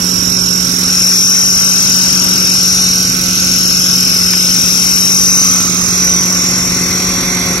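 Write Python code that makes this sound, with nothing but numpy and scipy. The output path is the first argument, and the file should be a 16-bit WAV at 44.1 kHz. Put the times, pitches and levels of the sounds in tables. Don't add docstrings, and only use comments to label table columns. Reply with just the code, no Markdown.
import sys
import numpy as np
from scipy import signal
from scipy.fft import rfft, irfft, next_fast_len
from scipy.io import wavfile
from scipy.ndimage import uniform_filter1d, minimum_filter1d

SR = 44100
rng = np.random.default_rng(int(sys.argv[2]) if len(sys.argv) > 2 else 0)


def magnitude_from_level(level_db):
    exponent = np.asarray(level_db, float) / 20
    return 10 ** exponent


def dump(signal):
    limited = np.clip(np.atleast_2d(signal).T, -1, 1)
    pcm = np.round(limited * 32767).astype(np.int16)
    wavfile.write(sys.argv[1], SR, pcm)


N = 335160
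TIME = np.arange(N) / SR
ORBITS_PER_TURN = 4.205
OPEN_DB = -11

# [t/s, facing/0-1]
FACING = [
    (0, 0.09),
    (4.4, 0),
    (6.2, 0.55),
    (7.6, 1),
]
# [t/s, lag/ms]
ENGINE_LAG = [
    (0, 0.05),
    (4.3, 0.32),
    (5.7, 0.12),
    (7.6, 0.056),
]
# [t/s, left level/dB, right level/dB, left f/Hz, right f/Hz]
PORTS = [(0.0, -22, -8, 5400, 5700), (0.45, -16.5, -5.5, 5440, 5510), (0.76, -19, -8, 5500, 5870),
         (1.0, -3.5, -8.5, 5460, 5600), (1.3, -0.5, -7, 5600, 6170), (1.7, -1.5, -10, 5350, 5700),
         (2.27, -7, -12, 5520, 5800), (2.72, -3.5, -7.5, 5460, 5930), (3.17, -14, -9.5, 5530, 5700),
         (3.55, -6, -7.5, 5490, 6460), (4.35, -5.5, -10.5, 5200, 5850), (4.75, -3.5, -11, 5780, 6260),
         (5.02, -3, -10.5, 5500, 6000), (5.52, -6, -6.5, 6050, 6050), (5.72, -14.5, -8.5, 6300, 6400),
         (6.08, -8.5, -7, 6130, 5900), (6.55, -12, -10.5, 5550, 6300), (7.6, -15.5, -14.5, 5800, 5830)]


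def evened(x):
    return x / np.sqrt(np.mean(x ** 2, -1, keepdims=True) + 1e-20)


def steady(x):
    power = uniform_filter1d(uniform_filter1d(x ** 2, 8000), 8000)
    return x / np.sqrt(power + 1e-12)


def curves(rows, t):
    s, *columns = np.transpose(rows)
    return np.array([np.interp(t, s, c) for c in columns])


def read(points, hz):
    f, value = np.transpose(points)
    return np.interp(np.log(hz + 1), np.log(f + 1), value)


def drift(t, rate_hz, count):
    f = np.geomspace(rate_hz / 12, rate_hz, num=16)
    phase = rng.random((count, 16, 1))
    return evened(sum(np.sin(2 * np.pi * (f[k] * t + phase[:, k])) / np.sqrt(f[k]) for k in range(16)))


def ring(x, modes):
    size = next_fast_len(N + 4096)
    hz = np.fft.rfftfreq(size, 1 / SR)
    gain = sum((-1) ** k * magnitude_from_level(db) / (1 + 1.3j * (hz - f) / w) ** 2 for k, (f, w, db) in enumerate(modes))
    return irfft(rfft(x, size) * gain, size)[..., :N]


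def held(x, ceiling):
    room = np.minimum(ceiling / (abs(x) + 1e-9), 1)
    return x * uniform_filter1d(minimum_filter1d(room, size=50), size=48)


def at_ports(law, t):
    base_db, slope, faced_db = np.reshape(law, (3, 2, 1))
    return base_db + slope * (curves(PORTS, t)[:2] - OPEN_DB) + faced_db * curves(FACING, t)


def ducked(law):
    db, slope, faced_db = law
    whine_db = curves(PORTS, TIME)[:2].mean(0) - OPEN_DB
    return db + slope * whine_db + faced_db * curves(FACING, TIME)[0] ** 2


def knocks(orbit, spots, swing_ms, uneven, jitter_ms, slip_ms, wander):
    # [t/s, lag/ms]
    poker_lag = [(0, 0.19), (.9, 0.2), (2, 0.23), (3, 0.18), (4.3, 0.2), (5, 0.21), (5.8, 0.21), (7.6, 0.2)]
    turns = np.arange(2, int(orbit[-1]) - 2)[:, None] + rng.random(spots)
    angle = 2 * np.pi * turns / ORBITS_PER_TURN + .3 * rng.standard_normal(spots)
    early_late_ms = swing_ms * np.cos(angle) + jitter_ms * rng.standard_normal(turns.shape)
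    t = np.interp(turns, orbit, TIME) + early_late_ms / 1000
    t += slip_ms / 1000 * drift(t[:, 0], 14., count=1).T
    blow = 1 + uneven * np.sin(angle)
    out, reach = np.zeros((2, N)), np.arange(-6, 7)
    shared = rng.choice([-1., 1.], (spots, 1)) + wander * drift(t[:, 0], 2.2, count=spots)
    for port in (0, 1):
        seen = shared + .55 * drift(t[:, 0], 2., count=spots)
        at = (t + port * curves(poker_lag, t)[0] / 1000).ravel() * SR
        index = np.clip(np.round(at).astype(int)[:, None] + reach, 0, N - 1)
        off = index - at[:, None]
        click = np.sinc(off) * np.cos(np.pi * off / 14) ** 2
        shape = (blow * seen.T).reshape(-1, 1) * click
        out[port] = np.bincount(index.ravel(), shape.ravel(), N)
    return evened(out)


def ridge(x, lift_db, away_hz, faced_hz):
    hz, t, z = signal.stft(x, SR, nperseg=1024, noverlap=768)
    spread_hz = away_hz + (faced_hz - away_hz) * curves(FACING, t)
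    shaded_db = 10.8 * curves(FACING, t) * np.clip((5650 - hz[:, None]) / 400, 0, 1)
    off = (hz[:, None] - curves(PORTS, t)[2:, None]) / spread_hz
    z = z * magnitude_from_level(lift_db * np.exp(-off ** 2) - shaded_db)
    return signal.istft(z, SR, nperseg=1024, noverlap=768)[1][:, :N]


def beating(x, orbit):
    # [f/Hz, width/Hz, level/dB]
    low_band = [(5330, 680, 0)]
    high_band = [(6080, 420, -5)]
    swell = np.cos(2 * np.pi * orbit / ORBITS_PER_TURN) * (1 - .55 * curves(FACING, TIME))
    return x + swell * ring(x, low_band + high_band)


def poker(orbit):
    # [f/Hz, width/Hz, level/dB]
    tube_modes = [(5050, 380, -11), (5740, 950, 0), (6500, 300, -18)]
    # [f/Hz, width/Hz, level/dB]
    thin_modes = [(6775, 80, 1), (7150, 400, -17), (7530, 220, -13), (7950, 400, -14), (8280, 100, -5),
                  (8440, 220, -8), (10300, 900, -12), (11000, 600, -8), (11610, 230, 0), (12700, 1500, -23),
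                  (14200, 1300, -25), (15680, 500, -18)]
    # [f/Hz, width/Hz, level/dB]
    frame_modes = [(3780, 260, -37), (4080, 210, -37), (4310, 110, -34)]
    # [level/dB, slope/dB per dB of openness, change when faced/dB]
    casing_law = (-19.5, -10.5, 1, -0.06, -2.5, -4)
    blows = knocks(orbit, spots=8, swing_ms=.022, uneven=.5, jitter_ms=.004, slip_ms=.05, wander=.95)
    grind = rng.standard_normal((2, N)) * (1 + .5 * np.cos(2 * np.pi * orbit / ORBITS_PER_TURN))

    tube = ring(blows + .17 * grind, tube_modes)
    tube = steady(ridge(tube, lift_db=6.0, away_hz=370, faced_hz=273))
    tube = held(tube, 1.25)
    whine = magnitude_from_level(curves(PORTS, TIME)[:2] + 2.5) * beating(tube, orbit)

    top_tilt_db = np.array([[3.], [-3.]])
    tilted = [(f, w, db + (f > 9000) * top_tilt_db) for f, w, db in thin_modes]
    thin = ring(blows + 2. * grind, tilted)
    side_on = np.exp(-((curves(FACING, TIME) - .27) / 0.18) ** 2)
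    glance_db = np.array([[4.], [1.]]) * side_on
    rattle = magnitude_from_level(at_ports(casing_law, TIME) + glance_db - 6.5) * steady(thin)

    frame = magnitude_from_level(18.0 - 3.5 * curves(FACING, TIME)) * ring(blows + 1.39 * grind, frame_modes)
    return whine + rattle + frame


def tones(orbit):
    # [multiple, left level/dB, right level/dB, change when faced/dB, left lead from behind/rad]
    orbit_tones = [(2, -38, -37, 10, .35), (3, -43, -43, 9, .7), (4, -47, -47, 11, 1.2),
                   (5.96, -36, -35, -4, 2.8), (6.42, -31.5, -29.5, -5, 3.1), (7.44, -38, -41, 2, -.3),
                   (8.39, -30, -33.5, -5, 1.2)]
    # [multiple of the firing rate, level/dB]
    exhaust_orders = [(1, -42), (2, -49.5), (3, -13), (4, -12.5), (5, -7.5), (6, -6), (7, -31), (8, -10.5),
                      (9, -17), (10, -38), (11, -13.5), (12, -3.5), (13, -11), (14, -22), (15, -8),
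                      (16, -26), (17, -31), (18, -13), (19, -12), (20, -57), (21, -18.5), (22, -21),
                      (23, -42), (24, -16), (25, -20.5), (26, -44), (27, -39), (28, -62), (29, -51),
                      (30, -27.5)]
    # [level/dB, slope/dB per dB of whine, change when faced/dB]
    hum_law = (-21.5, -0.14, -1.2)
    exhaust_law = (-28, -0.3, 1.5)
    faced_lead, side_lead = .25, .5

    heard = orbit - np.array([[0], [1]]) * curves(ENGINE_LAG, TIME) * .27
    coarse = TIME[::256]
    facing = curves(FACING, coarse)[0]
    behind = np.maximum(1 - 6 * facing, 0)
    out = magnitude_from_level(ducked(hum_law) + 3.0) * np.cos(2 * np.pi * heard)
    loudness, phase = drift(coarse, 9., count=7), drift(coarse, 12., count=7)
    for (k, left_db, right_db, faced_db, lead), a, b in zip(orbit_tones, loudness, phase):
        late = behind * lead + (1 - behind) * (faced_lead + side_lead * k * (1 - facing))
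        size = np.interp(TIME, coarse, magnitude_from_level(faced_db * facing + 1.5 * a))
        for port, db in enumerate((left_db, right_db)):
            shift = np.interp(TIME, coarse, .6 * b - port * late)
            out[port] += magnitude_from_level(db) * size * np.cos(2 * np.pi * k * orbit + shift)

    firing = orbit / ORBITS_PER_TURN / 2
    pipe = np.zeros(N)
    for (k, db), a in zip(exhaust_orders, drift(coarse, 8., count=len(exhaust_orders))):
        pipe += np.interp(TIME, coarse, magnitude_from_level(db + 1.9 * a)) * np.cos(2 * np.pi * k * firing + 0.297 * k)
    return out + magnitude_from_level(ducked(exhaust_law) + 1.0) * evened(pipe)


def clatter(orbit):
    # [f/Hz, level/dB per Hz]
    away_spectrum = [(18, -50), (30, -6), (129, -11.5), (181, -6), (228, -13.5), (449, -20.5), (544, -21.5),
                     (813, -27.5), (1210, -26), (1500, -20.5), (1700, -28.5), (2600, -20), (4050, -25.5),
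                     (4700, -16.5), (6110, -15.5), (10300, -120)]
    # [f/Hz, level/dB]
    faced_change = [(300, 2), (750, 6), (1100, 10.5), (1500, 3.5), (2100, 14.5), (2900, -4), (3500, 6.5),
                    (5000, -5.5)]
    # [f/Hz, level/dB]
    left_over_right = [(100, -.5), (900, .5), (1400, 3), (2100, 2), (3000, 7), (4500, 2)]
    # [f/Hz, likeness/0-1]
    likeness = [(30, 0.28), (120, 0.9), (400, 0.95), (1200, 0.91), (2500, 0.043), (8000, 1)]
    # [f/Hz, lead/rad]
    bent_lead = [(900, 0), (1120, 1.), (1300, -2.2), (1600, -1.2), (2000, 0)]
    # [level/dB, slope/dB per dB of openness, change when faced/dB]
    engine_law = (-22, -18, 0.41, -0.36, -2, -6.5)
    # [facing/0-1, span of facing, f/Hz, width/Hz, level/dB]
    cowl_glance = (.36, 0.08, 1280, 103, 11)

    steps, hz = N // 256 + 5, np.fft.rfftfreq(1024, 1 / SR)[:, None]
    t = np.arange(steps) * 256 / SR
    a, b, c, d, patches = rng.standard_normal((steps, 513, 5)).T
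    patches = uniform_filter1d(uniform_filter1d(patches, 10, 0), 20, 1)
    same, left = np.clip(read(likeness, hz), -1, 1), a + 1j * b
    behind = np.maximum(1 - 5 * curves(FACING, t), 0)
    late = np.exp(-2j * np.pi * hz * curves(ENGINE_LAG, t) / 1000 - 1j * read(bent_lead, hz) * behind)
    right = same * late * left + np.sqrt(1 - same ** 2) * (c + 1j * d)
    z = np.array([left, right])

    patch_db = 0.83 * patches / patches.std()
    z *= magnitude_from_level(read(away_spectrum, hz) + read(faced_change, hz) * curves(FACING, t) + patch_db)
    z *= magnitude_from_level(np.array([.5, -.5])[:, None, None] * read(left_over_right, hz) * (1 - curves(FACING, t)))
    shade = np.clip(np.log(hz / 400 + 1e-3), 0, 1)
    z *= magnitude_from_level(shade * (at_ports(engine_law, t)[:, None] + 28))
    facing, span, cowl_hz, cowl_width, db = cowl_glance
    z *= magnitude_from_level(db * np.exp(-((curves(FACING, t) - facing) / span) ** 2 - ((hz - cowl_hz) / cowl_width) ** 2))

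    puff = 1 + 0.64 * np.exp(-(orbit / ORBITS_PER_TURN / 2 % 1) / 1.6)
    sound = signal.istft(z, nperseg=1024, noverlap=768)[1][:, :N]
    return magnitude_from_level(-21.0) * puff * sound / sound.std()


def taps():
    # [t/s, level/dB, f/Hz]
    finger_taps = [
        (4.334, -11, 1500),
        (4.68, -15, 2000),
        (7.37, -18, 1500),
    ]
    out, t = np.zeros(N), np.arange(1200) / SR
    for s, db, hz in finger_taps:
        band = signal.butter(1, [hz / 2, hz * 2], "band", fs=SR, output="sos")
        scuff = evened(signal.sosfilt(band, rng.standard_normal(len(t))))
        fade = magnitude_from_level(db - 60 * t / .04) * np.minimum(t / .002, 1)
        out[round(s * SR):][:len(t)] += fade * scuff
    return out


def scene():
    # [t/s, rotor orbit rate/Hz]
    governor = [(0.0, 182.5), (0.27, 182.6), (0.44, 180.9), (1.1, 180.8), (1.33, 182.5), (2.76, 182.4),
                (2.86, 180.8), (3.98, 181.2), (4.17, 179.6), (4.54, 179.7), (5.04, 182.6), (5.44, 182.5),
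                (5.56, 181.1), (6.7, 180.8), (7.05, 182.6), (7.45, 180.8)]
    flutter_hz, flutter_away, flutter_turned = 9.5, .003, .0058
    slow = np.array([np.interp(TIME, TIME[::256], a) for a in drift(TIME[::256], 3., count=2)])
    turned = np.minimum(3 * curves(FACING, TIME)[0], 1)
    depth = flutter_away + (flutter_turned - flutter_away) * turned
    flutter = depth * (1 + .5 * slow[0]) * np.sin(2 * np.pi * flutter_hz * TIME + 2 * slow[1])
    speed = curves(governor, TIME)[0] / SR
    rotor_orbit = np.cumsum(speed * (1 + flutter))
    engine_orbit = np.cumsum(speed * (1 + .2 * flutter))
    scuffs = taps() * magnitude_from_level(np.array([[0], [-4]]))
    return poker(rotor_orbit) + tones(engine_orbit) + clatter(engine_orbit) + scuffs


def thinned(x, chance_db, from_hz, edge_hz):
    # [f/Hz, width/Hz,
    # level/dB]
    notches = [(4600, 130, -14), (5770, 100, -7), (4020, 70, -6), (6400, 130, -6), (5100, 60, -4)]
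    # [f/Hz, level/dB]
    silence_floor = [(1700, -41), (2600, -38), (3500, -34.5), (5000, -34), (7500, -36), (9200, -43),
                     (11000, -38), (13000, -43)]
    hz, t, z = signal.stft(x, SR, nperseg=2048, noverlap=1536)
    notch_db = sum(db * np.exp(-((hz[:, None] - f) / w) ** 2) for f, w, db in notches)
    z *= magnitude_from_level((0.5 - curves(FACING, t)) * notch_db)
    bands = (abs(z[:, :1024]) ** 2).reshape(2, 128, 8, -1).mean(2)
    band_db = 10 * np.log10(uniform_filter1d(bands, size=3) / (8 * bands.sum(1).mean(0)) + 1e-12)
    luck = evened(uniform_filter1d(rng.standard_normal(band_db.shape), size=7))
    band_hz = hz[:1024:8, None]
    keep = (band_db > read(silence_floor, band_hz) + chance_db * luck) | (band_hz < from_hz)
    z[:, :1024] *= np.repeat(keep, 8, axis=1) * (hz[:1024, None] < edge_hz)
    return signal.istft(z, SR, nperseg=2048, noverlap=1536)[1][:, :N]


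def roll_off(x):
    return signal.sosfilt(signal.butter(12, 16190, fs=SR, output="sos"), x)


def record(dry):
    x = signal.sosfilt(signal.butter(6, 40., "high", fs=SR, output="sos"), dry)
    x = thinned(held(x, .95), chance_db=4, from_hz=1600, edge_hz=15950)
    return roll_off(x)


dry = scene()
out = record(dry)
dump(out)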